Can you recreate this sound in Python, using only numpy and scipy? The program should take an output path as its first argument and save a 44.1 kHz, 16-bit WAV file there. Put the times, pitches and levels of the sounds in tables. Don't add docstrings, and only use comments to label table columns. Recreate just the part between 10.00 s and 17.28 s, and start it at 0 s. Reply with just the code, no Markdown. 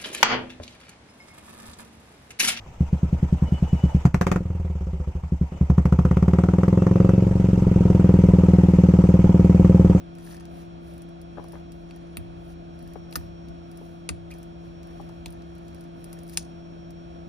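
import sys
import numpy as np
from scipy import signal
from scipy.fft import rfft, irfft
from scipy.io import wavfile

SR = 44100
rng = np.random.default_rng(int(sys.argv[2]) if len(sys.argv) > 2 else 0)


def bounce(signal):
    frames = np.transpose(np.atleast_2d(signal))
    limited = np.clip(frames, -1, 1)
    pcm = np.round(limited * 32767).astype(np.int16)
    wavfile.write(sys.argv[1], SR, pcm)


N = 321048

# start in seconds, then drive in dB of the low, body, board, steel,
# arms, spring, tips and edge modes, chatter time scale in ms, pitch ratio of the free steel.
SNAPS = [(.184, -55, -48, -54, -57, -56, -47, -48, -53, 1.2, 1.0),
         (.406, -52, -47, -54, -54, -50, -54, -46, -55, 1.3, 1.0),
         (1.908, -52, -56, -44.5, -45, -61, -51, -57, -58, 1.57, 0.98),
         (2.1695, -41, -40, -30.5, -33, -56, -38.5, -22.5, -28, 1.03, 0.97),
         (3.1252, -46, -54, -42, -36.5, -50, -39, -46, -40, 1.6, 1.02),
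         (3.1555, -35, -25, -32, -24, -25, -22, -27, -25, 1.06, 1.05),
         (3.1592, -29, -27, -32.5, -28, -31, -29.5, -34, -18.5, 1.62, 1.14),
         (4.0893, -32, -26, -22.5, -21, -29, -21.5, -20, -31, 1.6, 0.974),
         (5.2582, -37, -46, -36.5, -30, -38, -42, -29, -39, 1.8, 0.87),
         (6.128, -58, -49, -47.5, -44, -44, -40, -36.5, -38, 1.7, 1.02),
         (6.3720, -31.5, -31, -28.5, -20, -16, -18, -9.5, -21, 1.63, 0.91)]
# start in seconds, tips drive in dB, firmness in dB (how much more the lower parts ring).
TICKS = [(0.1514, -51, 1), (0.248, -44, -16), (0.344, -45, 2), (0.366, -50.5, 6), (0.398, -53, 9.5),
         (0.4527, -51, 7), (0.9368, -49.5, -6), (0.979, -46, -5), (1.0188, -45, -2), (1.088, -54.5, -2),
         (1.2143, -45.5, -2), (1.44, -47.5, -4), (1.4837, -48, -3), (1.521, -44, -2.5), (1.719, -47, 1.5),
         (1.96, -46.5, -14), (2.79, -50.5, -0.5), (2.825, -47, -9), (2.875, -48, -2), (2.9343, -46, -3),
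         (3.1097, -47, -6), (3.1355, -40, -8), (3.4842, -53.5, 5.5), (3.714, -49.5, 0.5),
         (3.7723, -42.5, -4.5), (4.3122, -41.5, -1.5), (4.338, -48, 2), (4.384, -46.5, -9),
         (4.429, -47.5, 2.5), (4.8301, -50, 1.5), (4.8709, -53, -1), (5.013, -54, 1), (5.09, -54, 5),
         (5.281, -50, 2), (5.304, -45, -10), (5.324, -43, -7), (5.42, -62, 13), (5.551, -54, -2),
         (5.581, -53, -1), (5.681, -51, 4.5), (5.7455, -47, -2), (5.808, -44, -7), (5.838, -54, 1),
         (6.0419, -36.5, -6), (6.188, -48, 4), (6.2327, -42.5, -10), (6.2665, -53, -2), (6.2776, -45, -11),
         (6.288, -48, 2), (6.295, -37.5, -4), (6.322, -51, -1), (6.331, -46, 1), (6.336, -39, -3),
         (6.343, -47, 5), (6.9053, -48.5, 0.5)]
# frequency in Hz, relative level in dB, decay time t60 in seconds.
LOW_MODES = [(477, -2.4, 0.018), (660, -2.2, 0.016), (900, -0.5, 0.013)]
BODY_MODES = [(1123, -2, 0.011), (1280, 6, 0.0094), (1540, -1, 0.013), (1810, -5.5, 0.025)]
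BOARD_MODES = [(2207, 8.5, 0.004), (2630, 8, 0.0052)]
STEEL_MODES = [(3930, 0.17, 0.0051), (4645, 0.83, 0.0058)]
ARM_MODES = [(5410, 2, 0.006), (6020, -2.5, 0.0091), (6460, 0.5, 0.0037)]
SPRING_MODES = [(7140, 0.83, 0.0028), (7800, -1.1, 0.012)]
TIP_MODES = [(8800, -0.037, 0.0034), (9570, 1.5, 0.0041), (10420, -1, 0.0031)]
EDGE_MODES = [(11160, -2, .004), (12600, -0.5, 0.0033), (14200, -1, 0.0028)]
TICK_CHATTER_MS = 1.5
TICK_STEEL_DB, TICK_BOARD_DB, TICK_BODY_DB, TICK_EDGE_DB = -4.5, -12, -42.5, -1.5


def contact_rows():
    start_s, tips_db, firmness_db = np.transpose(TICKS)
    lower_db = tips_db + firmness_db
    body_db, board_db, steel_db = lower_db + TICK_BODY_DB, lower_db + TICK_BOARD_DB, lower_db + TICK_STEEL_DB
    chatter_ms = np.full_like(start_s, TICK_CHATTER_MS)
    light = [start_s, body_db, body_db, board_db, steel_db, steel_db, steel_db,
             tips_db, tips_db + TICK_EDGE_DB, chatter_ms, np.ones_like(start_s)]
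    return np.vstack([SNAPS, np.transpose(light)])


def contact_chatter(chatter_ms):
    age = np.arange(256) / SR / np.maximum(chatter_ms / 1000, 1e-4)
    chatter = rng.standard_normal((len(chatter_ms), 3, 256))
    envelope = (age * np.exp(-age ** 2))[:, None]
    for sharpness in (1, .3, .3, .3):
        spectrum = rfft(chatter * envelope ** sharpness)
        chatter = irfft(spectrum / np.abs(spectrum) ** .85)
    return chatter / np.sqrt((chatter ** 2).sum(2, keepdims=True))


def tweezer_contacts():
    rows = contact_rows()
    chatter = contact_chatter(rows[:, -2:-1])
    age = np.arange(2048) / SR
    sounds = 0
    parts = [LOW_MODES, BODY_MODES, BOARD_MODES, STEEL_MODES, ARM_MODES, SPRING_MODES, TIP_MODES, EDGE_MODES]
    for column, modes in enumerate(parts, start=1):
        crisp = signal.lfilter(*signal.butter(2, .7 * modes[0][0], "high", fs=SR), chatter)
        luck_db = 1.5 * rng.standard_normal((len(rows), len(modes)))
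        pitch = rows[:, -1:] if modes in (STEEL_MODES, SPRING_MODES, TIP_MODES) else 1
        rings = 0
        for k, (hz, level_db, t60) in enumerate(modes):
            strength = amp(rows[:, column] + level_db + luck_db[:, k])
            decay = (-1) ** k * amp(-60 * age / t60)
            rings = rings + strength[:, None] * decay * np.sin(2 * np.pi * hz * pitch * age)
        sounds = sounds + signal.fftconvolve(crisp, rings[:, None], axes=2)[..., :len(age)]
    out = np.zeros((3, N))
    at = (rows[:, :1] * SR).astype(int) + np.arange(2048)
    np.add.at(out, (slice(None), at), np.swapaxes(sounds, 0, 1))
    return near_ports(with_tail(out))


# start, loudest moment and end in seconds, then levels in dB of
STROKES = [(0.16, 0.318, 0.39, -55, -58, -53), (0.372, 0.417, 0.51, -78, -70, -63),
           (0.477, .57, 0.68, -62, -89, -80), (0.584, 0.623, 0.65, -74, -63.5, -60),
           (0.8, 0.888, 1.06, -63, -84, -73), (1.32, 1.53, 1.65, -68.5, -69, -62),
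           (1.7, 1.73, 1.88, -72, -80, -75), (1.75, 1.95, 2.33, -84, -72.5, -68.5),
           (2.366, 2.52, 2.55, -64.5, -71, -78), (2.714, 2.86, 3.07, -71, -70, -63.5),
           (3.085, 3.15, 3.3, -64, -67, -59), (3.64, 3.84, 4.04, -67.5, -73, -69),
           (4.296, 4.303, 4.52, -66, -70, -64), (4.578, 4.655, 4.76, -75, -74, -68),
           (4.78, 4.95, 5.36, -71, -74, -65), (5.244, 5.286, 5.9, -80, -76, -68),
           (5.5, 5.78, 5.95, -76, -74, -70), (5.937, 6.02, 6.54, -67.5, -85, -78),
           (6.039, 6.188, 6.22, -83, -82, -68), (6.256, 6.344, 6.42, -59, -67, -66),
           (6.374, 6.384, 6.46, -71.5, -50, -69), (6.472, 6.605, 6.2, -80.5, -87, -92.5)]
# frequency in Hz, relative level in dB per Hz.
HISS_SPECTRUM = [(4000, 3), (7000, -1.5), (9500, 4), (14000, 0.5), (16000, -8.5)]
# frequency in Hz, relative level in dB, t60 in seconds.
BRIGHT_MODES = [(3540, -5, 0.0028), (4440, 0, 0.0052), (5610, -1, 0.011), (6560, 2.5, 0.0033),
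                (9620, -0.5, .003)]
DULL_MODES = [(960, 5.5, 0.0098), (1350, -1, .008), (1780, 6, 0.016), (2660, -2.5, 0.0055)]
STROKE_EDGE_DB = 20.5
GRAINS_PER_S, GRAIN_CLUMP_DB, GRAIN_SPREAD_DB = 1400, 4.5 + .5, 4.5


def rubbing():
    noise = rng.standard_normal((3, N))
    layers = [rms_one(colour(noise * amp(2 * drift(150)), HISS_SPECTRUM))]
    rate = GRAINS_PER_S * amp(GRAIN_CLUMP_DB * drift(60))
    caught = rng.random(N) < rate / SR
    grains = caught * amp(GRAIN_SPREAD_DB * np.minimum(rng.exponential(1, N), 3))
    for modes in BRIGHT_MODES, DULL_MODES:
        dealt = rng.integers(0, len(modes), N)
        scrape = 0
        for k, (hz, level_db, t60) in enumerate(modes):
            scrape = scrape + amp(level_db) * ring(np.sign(noise) * grains * (dealt == k), hz, t60)
        layers.append(rms_one(scrape))
    gains = np.zeros((3, 1, N))
    for start, top, end, *levels_db in STROKES:
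        off = arch(start, top, end)
        on = off < 1
        gains[..., on] += amp(levels_db)[:, None, None] * amp(-STROKE_EDGE_DB * off[on] ** 2)
    return near_ports((gains * layers).sum(0))


# start in seconds, peak level in dB, nominal frequency in Hz, left-right difference in dB.
KNOCKS = [(1.371, -39, 1130, 11), (1.38, -31.5, 790, 18), (1.390, -39.5, 600, 14), (1.396, -37.5, 880, 18),
          (1.408, -50, 900, 13), (1.441, -41, 795, 15), (1.533, -43, 830, 16), (1.5395, -42, 650, 18),
          (1.5537, -39.5, 1200, 9), (1.569, -47, 900, 7), (2.954, -44, 1400, 12), (2.956, -31, 620, 11.5),
          (2.966, -57, 800, 10), (3.812, -38.5, 623, 13), (4.364, -56, 900, 0), (4.997, -35.5, 720, 13),
          (5.092, -42.5, 970, 4)]


def knocks():
    out, age = np.zeros((2, N)), np.arange(900) / SR
    bursts = rng.standard_normal((len(KNOCKS), 900)) * age * np.exp(-age / .002)
    for (start_s, peak_db, hz, pan_db), burst in zip(KNOCKS, bursts):
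        band = signal.butter(3, [hz * .33, hz * 1.2], "band", fs=SR, output="sos")
        knock = signal.sosfilt(band, burst)
        gains = amp([[peak_db + pan_db / 2], [peak_db - pan_db / 2]])
        i = int(start_s * SR)
        out[:, i:i + 900] += knock / np.abs(knock).max() * gains
    return with_tail(out)


# start in seconds, drive in dB, pitch ratio.
THUDS = [(1.385, -44, 1.1), (1.553, -50, 1.06), (2.177, -34, 1.1), (2.829, -41, 0.8), (2.959, -42, 0.87),
         (3.164, -32, 1.01), (3.495, -38, 0.78), (4.1, -31, 1.06), (4.671, -43, 1.2), (5.0, -41, 0.83),
         (5.266, -38, 0.92), (6.378, -47, 0.88)]
# frequency in Hz at pitch ratio 1, relative level in dB, rise time in seconds, left lead in radians.
BENCH_MODES = [(75.3, 0.5, 0.016, 1.95), (100, -10, 0.066, 1.73), (192.5, -1, 0.004, 1.9),
               (274.6, -4, 0.008, 2.1)]


def thuds():
    out, age = np.zeros((2, N + SR)), np.arange(SR // 2) / SR
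    luck_db = rng.standard_normal((len(THUDS), len(BENCH_MODES)))
    for (start_s, drive_db, ratio), row in zip(THUDS, luck_db):
        i = int(start_s * SR)
        for (hz, level_db, rise_s, lead), chance_db in zip(BENCH_MODES, row):
            swing = amp(drive_db + level_db + chance_db) * age / rise_s * np.exp(1 - age / rise_s)
            out[:, i:i + SR // 2] += swing * np.sin(2 * np.pi * ratio * hz * age + [[lead], [0]])
    return out[:, :N]


SQUEAK_S, SQUEAK_LENGTH_S, SQUEAK_DB = 4.305, .034, -48.5
SQUEAK_HZ, SQUEAK_ARCH_HZ, SQUEAK_EDGE_DB = 1880, 620, 9
SQUEAK_WOBBLE_HZ, SQUEAK_ROUGHNESS_DB = 120, 4.5
SQUEAK_OVERTONE, SQUEAK_HALF, SQUEAK_LEAD_RAD = .8, .35, .9


def squeak():
    off = arch(SQUEAK_S, SQUEAK_S + SQUEAK_LENGTH_S / 2, SQUEAK_S + SQUEAK_LENGTH_S)
    late = np.clip((np.arange(N) / SR - SQUEAK_S) / SQUEAK_LENGTH_S, 0, 1)
    pitch_hz = SQUEAK_HZ + SQUEAK_ARCH_HZ * (1 - off ** 2) + SQUEAK_WOBBLE_HZ * drift(300)
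    phase = 2 * np.pi * np.cumsum(pitch_hz) / SR + [[SQUEAK_LEAD_RAD], [0]]
    level = amp(SQUEAK_DB - SQUEAK_EDGE_DB * off ** 2 + SQUEAK_ROUGHNESS_DB * drift(400)) * (off < 1)
    overtones = SQUEAK_OVERTONE * (1 - late) ** 3 * (np.sin(2 * phase) + np.sin(3 * phase))
    half_tone = SQUEAK_HALF * late * np.sin(phase / 2)
    return level * (np.sin(phase) + overtones + half_tone)


# multiple of the rotation tone, left and right levels in dB,
# left lead in radians, level waver in dB.
MOTOR_ORDERS = [(1, -41.8, -50.8, -.35, .4), (2, -53, -45, -.97, .4), (4, -63.5, -64.5, -1.8, 1.5),
                (19, -72.5, -72, .9, 1.5), (20, -73, -80, -.35, 1.5), (33, -71.5, -72.5, .56, 1.8)]
# time in seconds, level in dB, of which only the swing about the mean counts.
WHINE_SWELL = [(0.0, -83), (1.84, -81.5), (2.29, -84.5), (3.2, -76), (4.28, -84.5), (4.85, -76.5),
               (5.37, -84.5), (6.47, -78), (7.28, -78.5)]
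MOTOR_HZ, MOTOR_SAG_HZ_PER_S, MOTOR_WANDER_HZ = 169.41, .031, .06


def hum():
    speed_hz = MOTOR_HZ - MOTOR_SAG_HZ_PER_S * np.arange(N) / SR + MOTOR_WANDER_HZ * drift(1.5)
    turn = 2 * np.pi * np.cumsum(speed_hz) / SR
    out = np.zeros((2, N))
    for order, left_db, right_db, lead, waver_db in MOTOR_ORDERS:
        phase = order * turn + rng.uniform(0, 2 * np.pi)
        level = np.sqrt(2) * amp(waver_db * drift(18.0))
        if order == MOTOR_ORDERS[-1][0]:
            swell_db = np.interp(np.arange(N) / SR, *np.transpose(WHINE_SWELL))
            level = level * amp(swell_db - swell_db.mean())
        out += level * [amp(left_db) * np.sin(phase + lead), amp(right_db) * np.sin(phase)]
    return out


# frequency in Hz, relative level in dB per Hz.
AIR_SPECTRUM = [(22, -36), (40, -19), (60, -22.5), (100, -0.5), (240, -2.5), (430, -9.5), (700, -0.5),
                (800, -10), (1050, -14), (1350, -14), (1950, -28.5), (2500, -21.5), (4100, -33.5),
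                (5000, -34.5), (7000, -39), (11000, -45.5), (12500, -60.5), (16000, -61)]
# frequency in Hz, width in Hz, level in dB.
HOUSING_RESONANCES = [(715, 7.8, -68.5), (1400, 52, -70), (2470, 310, -69.5), (4040, 460, -70.5)]
# frequency in Hz, share in common, left lead in radians, left-right difference in dB.
FAN_PORTS = [(60, .85, -.3, 1), (110, .6, -.6, 1), (240, .9, -.6, 0), (400, .7, -1, 0), (520, .8, -2.1, 0),
             (760, .8, -2.4, 0), (900, .75, -3.5, 0), (1400, .85, -4, -2), (1750, .7, -6, -4),
             (2100, .3, -7.3, -3), (2750, .4, -9.5, -2), (3300, .4, -12, 1), (5800, .35, -19, 0),
             (6800, .4, -18.5, 0), (8000, .6, -22, 0), (16000, .9, -34.5, 0)]
AIR_DB = -48


def fan_air():
    gusts = amp(.5 * drift(3))
    air = amp(AIR_DB) * rms_one(colour(rng.standard_normal((3, N)), AIR_SPECTRUM))
    hoots = colour(resonant_noise(HOUSING_RESONANCES), [(5000, 0), (7000, -40)])
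    return gusts * ports(*(air + hoots), FAN_PORTS)


# frequency in Hz, width in Hz, level in dB before the low-pass.
DRONES = [(46.44, 1.3, -59.5), (69.3, 6.8, -51.5), (81.4, 11, -62.5), (262.3, 7.5, -61)]
# frequency in Hz, share in common, left lead in radians, left-right difference in dB.
DRONE_PORTS = [(0, 0.88, -0.18, 4.5), (303, 0.84, -0.39, -11)]


def drones():
    low_pass = signal.butter(2, 400, fs=SR, output="sos")
    return signal.sosfilt(low_pass, ports(*resonant_noise(DRONES), DRONE_PORTS))


MAINS_HZ, MAINS_DB, MAINS_LEAD_RAD = 101.5, -65, 4.1


def mains():
    phase = 2 * np.pi * MAINS_HZ * np.arange(N) / SR + .5 * drift(3.3)
    level = np.sqrt(2) * amp(MAINS_DB + 2.1 * drift(4.4))
    return level * np.sin(phase + [[MAINS_LEAD_RAD], [0]])


# level in dB, decay time t60 in seconds.
TAILS = [(-6.5, 0.051), (-21.5, 0.27)]


def with_tail(x):
    response, age = 0, np.arange(int(.3 * SR)) / SR
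    for level_db, t60 in TAILS:
        echo = rng.standard_normal((len(x), len(age))) * amp(-60 * age / t60) * (age > .002)
        response = response + amp(level_db) * echo / np.sqrt((echo ** 2).sum(1, keepdims=True))
    return x + signal.fftconvolve(x, response, axes=1)[:, :N]


# frequency in Hz, share in common, left lead in radians, left-right difference in dB.
HAND_PORTS = [(0, .7, 0, 1), (1300, .6, 2, -1), (2400, .8, 1.3, 1), (4000, .8, .7, 5), (4800, .75, -1, 6),
              (6300, .6, -1, -1), (7300, .7, -2.7, -1), (8300, .75, -3.1, 0), (9500, .95, -5.4, 0),
              (16000, .97, -15.7, 0)]


def near_ports(x):
    return ports(*x, HAND_PORTS)


def ports(shared, left, right, table):
    hz, (f, *columns) = np.fft.rfftfreq(N, 1 / SR), np.transpose(table)
    alike, lead, pan_db = (np.interp(hz, f, c) for c in columns)
    common = rfft(shared) * [np.exp(1j * lead), np.ones_like(lead)]
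    both = np.sqrt(alike) * common + np.sqrt(1 - alike) * rfft([left, right])
    return irfft(both * amp([pan_db / 2, -pan_db / 2]), N)


def resonant_noise(table):
    f = np.fft.rfftfreq(N, 1 / SR)
    out = 0
    for hz, width_hz, level_db in table:
        spectrum = rfft(rng.standard_normal((3, N))) / (1 + 2j * (f - hz) / width_hz)
        out = out + amp(level_db) * rms_one(irfft(spectrum, N))
    return out


def colour(x, spectrum):
    hz, (f, db) = np.fft.rfftfreq(N, 1 / SR) + 1, np.transpose(spectrum)
    return irfft(rfft(x) * amp(np.interp(np.log(hz), np.log(f), db)), N)


def ring(x, hz, t60):
    r, w = amp(-60 / (t60 * SR)), 2 * np.pi * hz / SR
    return signal.lfilter([0, np.sin(w)], [1, -2 * r * np.cos(w), r * r], x + 1e-18)


def drift(rate):
    r = np.exp(-80 * np.pi * rate / SR)
    slow = signal.lfilter([1], [1, -2 * r, r * r], rng.standard_normal(N // 40 + 2002))[2000:]
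    return np.interp(np.arange(N) / 40, np.arange(len(slow)), rms_one(slow))


def arch(start, top, end):
    return np.interp(np.arange(N) / SR, [start, top, end], [1, 0, 1])


def rms_one(x):
    return x / np.sqrt(np.mean(x ** 2) + 1e-20)


def amp(db):
    return 10 ** (np.asarray(db) / 20)


def scene():
    hands = tweezer_contacts() + rubbing() + knocks() + thuds() + squeak()
    background = hum() + fan_air() + drones() + mains()
    return hands + background


CUTOFF_HZ = 16600


def record(dry):
    return signal.sosfilt(signal.cheby2(24, 70, CUTOFF_HZ, fs=SR, output="sos"), dry)


dry = scene()
out = record(dry)
bounce(out)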